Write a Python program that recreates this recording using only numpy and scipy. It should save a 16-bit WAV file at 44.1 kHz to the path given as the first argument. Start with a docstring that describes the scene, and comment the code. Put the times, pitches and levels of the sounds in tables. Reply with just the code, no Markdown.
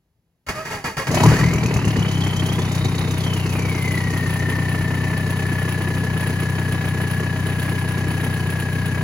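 """Over faint air noise a starter grinds in uneven strokes; a small four-cylinder turbodiesel then catches,
flares up and settles to idle. Puffs and their echoes excite pipe resonances; blows excite damped block
and panel modes; shaped noise bursts give clatter, ticks and hiss; a wavering sine gives the turbine whistle.
Popping pressure pulses and metal pings join in. Two microphone ports differ in phase, level and likeness."""
import sys
import numpy as np
from scipy import signal
from scipy.fft import rfft, irfft, next_fast_len
from scipy.io import wavfile
from scipy.ndimage import uniform_filter1d

SR = 44100
rng = np.random.default_rng(int(sys.argv[2]) if len(sys.argv) > 2 else 0)


def int16_out(signal):
    """Quantize to a 16-bit WAV file."""
    q = np.round(np.clip(np.atleast_2d(signal).T, -1, 1) * 32767)
    wavfile.write(sys.argv[1], SR, q.astype(np.int16))


N = 398223
T = np.arange(N) / SR
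SIZE = next_fast_len(N + SR // 2)
HZ = np.fft.rfftfreq(SIZE, 1 / SR)

# Firing rate of the whole engine: t/s, rate/(firings per s)
FIRING = [(1.05, 27.48), (1.3, 38.56), (1.45, 41.78), (1.6, 39.94), (1.85, 35.23), (2.15, 32.36),
          (2.55, 30.95), (3.1, 31.32), (3.45, 31.12), (3.9, 31.28), (4.35, 30.86), (5.2, 31.12), (6, 30.98),
          (9.03, 30.88)]
# Span over which the hard ticking of the cold injectors eases off: start t/s, end t/s
COLD_TICKS_END_S = [3.7, 4.7]
# The engine catches: first firing, then rise, hold and fall of the surge (s)
CATCH_S, CATCH_RISE_S, CATCH_HOLD_S, CATCH_FALL_S = 1.1, 0.058, 0.11, 0.04
SKIP_S, SKIP_TURNS = 2.854, .75  # the rhythm skips ahead once (s, firing turns)


def amp(db):
    """Gain as the antilogarithm of a level in decibels."""
    return 10 ** (np.asarray(db) / 20)


def evened(x):
    """Normalisation to unit rms, so that a later gain sets the level."""
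    return x / np.sqrt(np.mean(x ** 2) + 1e-20)


def curve(rows, axis):
    """Linear interpolation of one column of a time table at every sample."""
    return np.interp(T, np.array(rows)[:, 0], np.array(rows)[:, axis])


def read(points):
    """Interpolation of a frequency table at every bin, along logarithmic frequency."""
    f, value = np.transpose(points)
    return np.interp(np.log(HZ + 1), np.log(f + 1), value)


def noise(gain):
    """Spectral shaping: two independent strands of white noise filtered by a gain per bin."""
    white = rng.standard_normal((2, SIZE))
    return evened(irfft(rfft(white) * gain, SIZE)[:, :N])


def ringing(modes):
    """Modal superposition: the summed frequency response of damped resonances (f, width, gain)."""
    jw = 2j * np.pi * HZ
    response = 0
    for f, width, gain in modes:
        decay = np.pi * width
        response = response + gain * decay * 4 * np.pi * f / ((jw + decay) ** 2 + (2 * np.pi * f) ** 2)
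    return response


def train(times, sizes):
    """Spectrum of an impulse train: one click of the given size at each time (s)."""
    samples = (times * SR).round().astype(int)
    return rfft(np.bincount(samples, sizes, SIZE)[:SIZE])


def bursts(turns, start, rise, fall, spread_db):
    """Periodic gating: one swift rise and exponential decay a firing, timed in turns, with random size."""
    since = turns - start
    scatter_db = spread_db * np.clip(rng.standard_normal(300), -2, 1.4)
    size = amp(scatter_db)[np.floor(since).astype(int) % 300]
    phase = since % 1
    return size * (1 - np.exp(-phase / rise)) * np.exp(-phase / fall)


def settling(seconds):
    """Exponential relaxation: 1 up to the end of the surge, then falling towards 0."""
    return np.exp(-np.maximum(T - CATCH_S - CATCH_RISE_S - CATCH_HOLD_S, 0) / seconds)


def level(idle_db, surge_db, cold_db, warm_s):
    """Gain by adding decibels: warm idle, the surge at the catch, and the cold start wearing off."""
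    surge = np.clip((T - CATCH_S) / CATCH_RISE_S, 0, 1) * settling(CATCH_FALL_S)
    return amp(idle_db + surge_db * surge + cold_db * settling(warm_s))


def exhaust(turns):
    """Impulse excitation of resonators: puffs and manifold echoes ring the pipe, knocks ring the block."""
    # Cylinders, one row each: exhaust valve opening/firing turns, puff size, manifold echo gain,
    # echo delay/ms, knock size
    cylinders = [(-.359, 1.3, -.43, 4.12, 2.), (-.376, 1.32, -.43, 6.28, .52), (-.363, 1.5, -.31, 5.1, .31),
                 (-.373, 1.48, -.38, 6.39, .9)]
    # Resonances of the side pipe, then of the block: f/Hz, width/Hz, signed gain
    pipe_modes = [(89.5, 21.3, -.084), (108, 85.5, .06), (166.9, 18.6, -.072), (203.3, 12, .012),
                  (290, 12, .01)]
    block_modes = [(247.5, 12, -.006), (369.4, 12, -.004), (434, 22.3, -.004)]
    # Exhaust in the first firings, on top of the surge; the last row holds: t/s, level/dB
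    first_puffs = [(1.05, -3), (1.1, -1.5), (1.16, -6), (1.22, -0.5), (1.3, 7), (1.35, -2.5), (1.43, 1),
                   (1.5, -2)]
    # Exhaust gain: warm idle level/dB, extra in surge/dB, extra when cold/dB, warming time/s
    exhaust_level = (-21.5, 5, 2, 2.5)
    puff_s, knock_turn = .77e-3, .598
    uneven_cold, uneven_warm, uneven_settle_s = 0.3, 0.065, 0.58  # relative scatter of the firings

    k = np.arange(1, int(turns[-1]) + 2)
    valve, puff, echo, echo_ms, knock = np.array(cylinders)[(k - 1) % 4].T
    at = np.interp(k + valve, turns, T, right=T[-1] + .02)
    here = np.minimum(at * SR, N - 1).astype(int)
    uneven = (uneven_warm + (uneven_cold - uneven_warm) * settling(uneven_settle_s))[here]
    chance = rng.standard_normal((len(k), 4)).T
    load = (level(*exhaust_level) * amp(curve(first_puffs, axis=1)))[here]

    puff = load * puff * (1 + uneven * chance[0])
    at = at + 0.0029 * uneven * chance[1]
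    sounding = abs(at - SKIP_S) > .003  # a firing at the skip is silent
    puff = puff * sounding
    echo_at = at + echo_ms / 1000 * (1 + 0.93 * uneven * chance[2])
    puffs = train(at, puff) + train(echo_at, puff * echo)
    jwt = 2j * np.pi * HZ * puff_s
    pulse = jwt / (1 + jwt) ** 2  # band-pass shape of one puff

    knock_at = np.interp(k - 1 + knock_turn, turns, T)
    knock_size = load * sounding * np.roll(knock, 1) * (1 + 3.0 * uneven * chance[3])
    knocks = train(knock_at, knock_size)
    spectrum = puffs * ringing(pipe_modes) * pulse + knocks * ringing(block_modes)
    return irfft(spectrum, SIZE)[:N] * SR / 2.1


def thumps():
    """Pulse radiation: each pop from the pipe is one push and pull of air, stripped of its lowest bass."""
    # Hard pops while the cold engine catches and after: t/s, nominal level/dB, time scale/ms
    pops = [(1.2485, -10, 1.4), (1.2762, -11, 1.4), (1.3029, -12, 1.4), (1.318, -7, .2), (1.3215, -10, 1.2),
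            (1.4283, -11, 1.2), (1.4575, -12, 1.2), (1.557, -8, 1.2), (1.6566, -7, 1.2), (1.7622, -7, 1.2),
            (1.8728, -8, 1.2), (1.9882, -10, 1.2), (2.845, -22, 5.)]
    out = np.zeros(N)
    for s, db, ms in pops:
        u = np.maximum((T - s) * 1000 / ms + .6, 0)
        out += amp(db) * u ** 2 * (3 - u) * np.exp(-u) * 1.5
    # the open pipe end radiates little below 60 Hz
    return signal.filtfilt(*signal.butter(2, 60, "high", fs=SR), out)


def knocking(turns):
    """Modal excitation: slightly irregular blows in each firing ring the panels, unlike in the two strands."""
    # Panels and covers that each combustion rings: f/Hz, width/Hz, gain
    panels = [(635, 10, 1.), (798, 30, 1), (986.5, 48, 0.45), (1127, 22, 0.86), (1383, 5.2, 0.19),
              (1947, 260, 0.33), (2256, 30, 0.33), (2545, 36, 0.78), (2970, 38, 0.31), (3058, 51, 0.39),
              (3900, 16, 0.16), (3725, 15, 0.47), (4510, 23, 0.027), (6140, 260, 0.021), (6600, 20, 0.035)]
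    # Blows within one firing: place/firing turns, size
    blow_rows = [(.46, 1.), (.56, 1), (.68, .9), (.8, .6), (0.921, 0.43)]
    # Knock gain: warm idle level/dB, extra in surge/dB, extra when cold/dB, warming time/s
    knock_level = (-35, 10.5, -1.2, 18)
    spread_db = 2.5  # scatter from one blow to the next

    place, size = np.transpose(blow_rows)
    chance = rng.standard_normal((int(turns[-1]) + 1, len(blow_rows), 2))
    firing = np.arange(len(chance))[:, None]
    at = np.interp(firing + place + 0.0062 * chance[..., 0], turns, T)
    sizes = size * amp(spread_db * chance[..., 1])
    blows = train(at.ravel(), sizes.ravel())
    strands = []
    for side in (1, -1):  # every other panel is inverted in the second strand
        modes = [(f, width, gain * side ** k) for k, (f, width, gain) in enumerate(panels)]
        strands.append(blows * ringing(modes))
    return evened(irfft(strands, SIZE)[:, :N]) * level(*knock_level)


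def block(turns):
    """Amplitude modulation: the crank gates noise into clatter, injector ticks and intake hiss; panels knock."""
    # Noise spectra of clatter, ticks and intake hiss: f/Hz, relative level/(dB per Hz)
    clatter_spectrum = [(25, -28), (50, 10), (120, 3), (250, 11.5), (450, 5.5), (560, -3.5), (1000, 0.5),
                        (1500, -5), (2000, -1), (3000, -10.5), (3500, -22), (5000, -62)]
    tick_spectrum = [(2000, -44), (3600, -1.5), (4500, 5), (5300, 2), (6500, 2), (8500, -7.5),
                     (11000, -8.5), (16000, -16.5)]
    hiss_spectrum = [(3000, 8), (6000, -10.5), (8500, -2.5), (10500, 6), (13000, -6.5), (16000, -3)]
    # Their gains: warm idle level/dB, extra in surge/dB, extra when cold/dB, warming time/s
    clatter_level = (-34.5, 5.5, 6, 2.5)
    tick_level = (-45.5, 9, 5, 5)
    hiss_level = (-42, 18, -18, 0.7)
    # Differences of the four injectors, most when cold, one entry each: level/dB
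    tick_pattern_db = [-6.5, 4.5, 2.5, -2]
    spread_db = 4  # scatter from one tick to the next

    clatter = noise(amp(read(clatter_spectrum)))
    clatter = clatter * (0.72 + 2.84 * bursts(turns, 0.25, 0.14, 0.26, 4.1))

    cold = np.interp(T, COLD_TICKS_END_S, [1., .42])  # the injectors tick harder just after the start
    which = np.floor(turns - .44).astype(int) % 4
    injector = cold * amp(np.array(tick_pattern_db)[which] * settling(12.0))
    upper = 1 / (1 + (5400 / (HZ + 1)) ** 12)  # splits the ticks at 5400 Hz
    low_gate = .5 + 0.82 * injector * bursts(turns, 0.457, 0.022, 0.37, spread_db)
    high_gate = .5 + 1.6 * injector * bursts(turns, 0.54, 0.018, 0.3, spread_db)
    high_gate += .5 * bursts(turns, 0.32, .01, 0.056, 2.2)
    ticks = noise(amp(read(tick_spectrum)) * (1 - upper)) * low_gate
    ticks += 0.88 * noise(amp(read(tick_spectrum)) * upper) * high_gate

    hiss_gate = 0.47 + 1.18 * bursts(turns, 0.39, 0.041, 0.3, 3.0)
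    hiss_gate += 2. * bursts(turns, 0.72, 0.017, 0.39, 6.2)
    hiss = noise(amp(read(hiss_spectrum))) * hiss_gate

    out = clatter * level(*clatter_level) + ticks * level(*tick_level) + hiss * level(*hiss_level)
    return (out + knocking(turns)) * np.clip((T - 1.04) / 0.081, 0, 1)


def turbo(turns):
    """Frequency and amplitude modulation: a whistle sways with each firing, wavers and has a breathy fringe."""
    # Base pitch of the turbine: t/s, f/Hz
    pitch_rows = [(1.1, 533), (1.215, 760), (1.31, 1302), (1.36, 1704), (1.5, 2110), (1.58, 2290),
                  (2.0, 2900), (2.27, 3070), (2.5, 3130), (2.7, 3618), (2.9, 3741), (3.17, 3640),
                  (3.25, 3150), (3.6, 2366), (3.8, 2102), (4.0, 1935), (4.28, 1813), (5.3, 1738),
                  (6.0, 1700), (7.1, 1688), (9.03, 1660)]
    # How loud the pipe lets the whistle out at each base pitch: f/Hz, level/dB
    outlet = [(530, -38), (800, -25), (1660, -31), (1750, -29.5), (2050, -28), (2350, -33.5), (2750, -36),
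              (3100, -33), (3350, -40), (3650, -40)]
    ragged_cold, ragged_warm, ragged_s = 0.91, 0.14, 2.26  # raggedness, and its time to settle (s)
    slowing_db = -0.29  # fade while the revs fall, per firing a second lost each second
    surge_db, surge_s = 2, 0.11  # louder up to the end of the surge, then settling

    pitch = curve(pitch_rows, axis=1)
    slow_noise = uniform_filter1d(rng.standard_normal(N), size=5000)
    waver = evened(uniform_filter1d(slow_noise, size=5000))
    ragged = ragged_warm + (ragged_cold - ragged_warm) * settling(ragged_s)
    flutter = evened(uniform_filter1d(rng.standard_normal(N), size=300)) * ragged
    beat = 2 * np.pi * (turns - .68)  # one cycle a firing
    hz = pitch * (1 + 0.00212 * waver + 0.02493 * flutter) + 34. * np.sin(beat)
    swell = amp(4.0 * np.cos(beat) + 1.6 * np.cos(2 * beat + 2.0) + 6.5 * flutter)

    rev_loss = np.maximum(-np.gradient(curve(FIRING, axis=1)) * SR, 0)
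    slowing = uniform_filter1d(rev_loss, size=4000)
    loudness = amp(slowing_db * slowing + surge_db * settling(surge_s))
    loudness = loudness * amp(np.interp(pitch, *np.transpose(outlet)))

    cycles = np.cumsum(hz) / SR
    fringe = evened(uniform_filter1d(rng.standard_normal(N), size=150))
    fringe_gain = 0.37 + 0.2 * settling(ragged_s)
    tone = np.sin(2 * np.pi * cycles) + fringe_gain * fringe * np.sin(2 * np.pi * 1.06 * cycles)
    return tone * swell * loudness * (T > pitch_rows[0][0])


def pings(turns):
    """Free vibration of lightly damped metal: two injectors ping, each once in four firings."""
    # Injector pings: place/firing turns, f/Hz, width/Hz, relative level/dB
    ping_rows = [(2.5, 6250, 140, 0), (3.5, 5750, 140, -2)]
    # Ping gain: warm idle level/dB, extra in surge/dB, extra when cold/dB, warming time/s;
    # the easing of the cold injectors lowers it further
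    ping_level = (-45.5, .6, -1, 9)
    cycle = 4 * np.arange(int(turns[-1]) // 4)
    chance = rng.standard_normal((len(cycle), len(ping_rows)))
    spectrum = 0
    for k, (place, hz, width, db) in enumerate(ping_rows):
        clicks = train(np.interp(cycle + place, turns, T), amp(db + 2 * chance[:, k]))
        spectrum = spectrum + clicks * ringing([(hz, width, 1)])
    easing = np.interp(T, COLD_TICKS_END_S, [1, .3])
    return evened(irfft(spectrum, SIZE)[:N]) * level(*ping_level) * easing


def starter():
    """Resonant filtering of gear noise: strokes swell at each compression, with gritty harmonic mesh tones."""
    # Spectrum of the gear grind: f/Hz, relative level/(dB per Hz)
    grind = [(25, -1), (50, 2), (150, 7.5), (400, -10.5), (900, 2.5), (1500, -15), (2400, -25), (3300, -23),
             (5000, -14.5), (8000, -16), (16000, -27.5)]
    # Resonances of the starter housing: f/Hz, width/Hz, level/dB
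    housing = [(455, 76, -3.5), (633, 17, 1.5), (1150, 9.1, 0), (1350, 77, -3), (1674, 69, 1),
               (1885, 100, 1.5), (2145, 72, -2.5), (2420, 39, -2), (2770, 52, -8), (4530, 79, -9),
               (4480, 36, -19), (5870, 91, -17)]
    # The starter labours over each compression: t/s, level/dB, rise/s, t60/s
    strokes = [(0.465, -29.5, 0.0086, 0.79), (0.486, -18.5, 0.0041, 0.17), (.54, -19, 0.06, 0.36),
               (0.65, -27.5, .005, 0.68), (.70, -13.5, 0.048, 0.27), (.841, -18.5, 0.013, 0.32),
               (0.968, -18.5, 0.01, 0.38), (1.069, -17.5, 0.0097, 0.14), (1.208, -33, .012, 0.4),
               (1.272, -18.5, .015, 0.87), (1.387, -18, 0.011, 0.2)]
    # The pinion's mesh sings: start t/s, length/s, swell level/dB, initial f/Hz, pitch sag/(Hz per s)
    pinion = [(0.528, 0.14, -37, 614, -150), (0.657, 0.19, -41.5, 459, 362),
              (.842, 0.097, -40.5, 513, 1109), (.968, 0.086, -35, 565, 500.5)]
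    # Multiples of the mesh pitch, in order, against the swell: level/dB
    mesh_db = [4.5, 5, -22, -7]
    sudden_s = .03  # a stroke that rises quicker makes the pinion clack home
    clack_db, clack_t60_s = -5.5, 0.12  # level against the stroke, decay
    mesh_arch = 2.3  # sharpness of the mesh swell

    rings = sum(amp(db) / (1 + 2j * (HZ - hz) / width) for hz, width, db in housing)
    clacks = [(s, db + clack_db, .0005, clack_t60_s) for s, db, rise, t60 in strokes if rise < sudden_s]
    power = np.zeros(N)
    for s, db, rise, t60 in strokes + clacks:
        since = np.maximum(T - s, 0)
        power += (amp(db - 60 * since / t60) * (1 - np.exp(-since / rise))) ** 2
    out = noise(amp(read(grind)) * .5 + abs(rings)) * np.sqrt(power)

    grit = evened(uniform_filter1d(rng.standard_normal(N), size=250))
    for s, length, db, hz, sag_hz in pinion:
        since = np.clip(T - s, 0, length)
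        mesh_hz = (hz - sag_hz * since) * (1 + 0.028 * grit)
        mesh = 2 * np.pi * np.cumsum(mesh_hz) / SR
        swell = amp(db) * abs(np.sin(np.pi * since / length)) ** mesh_arch
        partials = sum(amp(part_db) * np.sin((k + 1) * mesh) for k, part_db in enumerate(mesh_db))
        out = out + swell * partials
    return out


def air():
    """Stationary random noise: a faint, steady background in two independent strands."""
    # Spectrum of the background air: f/Hz, relative level/(dB per Hz)
    air_spectrum = [(18, -32), (30, -16), (70, -2), (167, -6.5), (260, -17), (815, -25), (1410, -33),
                    (1830, -32), (9150, -40), (12500, -35), (15000, -41)]
    return amp(-68.5) * noise(amp(read(air_spectrum)))


def scene():
    """Linear superposition in two strands: what both ports share, and what reaches the right one otherwise."""
    rate = curve(FIRING, axis=1) * (T >= FIRING[0][0])
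    turns = -.28 + np.cumsum(rate) / SR + SKIP_TURNS * (T > SKIP_S)  # crank angle in firings
    direct = exhaust(turns) + turbo(turns) + thumps() + pings(turns)
    return direct * np.array([[1], [0]]) + block(turns) + starter() + air()


def record(dry):
    """Interchannel coherence: phase, balance and likeness vary with frequency; then soft clipping, band limit."""
    # Likeness of the two ports: f/Hz, coherence (0-1)
    same_rows = [(60, 0.99), (300, 0.97), (700, 0.88), (1200, 0.68), (2500, 0.58), (4000, 0.87),
                 (5500, 0.13), (7000, 0.38), (8500, 1), (9600, 0.77), (11000, 1), (12300, 0.46),
                 (13500, 0.98), (14700, 0.8), (15700, .97)]
    # Phase by which the left port leads: f/Hz, phase/rad
    lead = [(0, 0), (700, -.6), (1500, -.2), (2300, 1.1), (3400, 2.), (4500, .8), (6000, .2), (7000, -.8),
            (8200, -3.), (9000, -3.3), (10400, -6.2), (11600, -6.4), (12700, -9.3), (14000, -9.5),
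            (15200, -12.5), (17000, -12.6)]
    # Balance, left minus right: f/Hz, level/dB
    tilt = [(60, 2.5), (130, 3), (290, 0.5), (640, -1.5), (1410, 0.5), (3100, -2.5), (6820, -2.5),
            (15000, 2)]
    edge_hz = 15900

    a, b = rfft(dry, SIZE) * (1j * HZ / (20 + 1j * HZ)) ** 2  # the deepest bass is removed
    same = np.clip(read(same_rows), 0, 1)
    port = np.exp(.5j * np.interp(HZ, *np.transpose(lead))) * amp(read(tilt) / 2)
    left = a * port
    right = (same * a + np.sqrt(1 - same ** 2) * b) / port
    pair = irfft([left, right], SIZE)[:, :N]
    pair = 1.3 * np.tanh(pair / 1.3)  # loud peaks round off
    low_pass = signal.firwin(511, edge_hz, window=("kaiser", 9), fs=SR)
    return signal.oaconvolve(pair, low_pass[None], "same")


dry = scene()
out = record(dry)
int16_out(out)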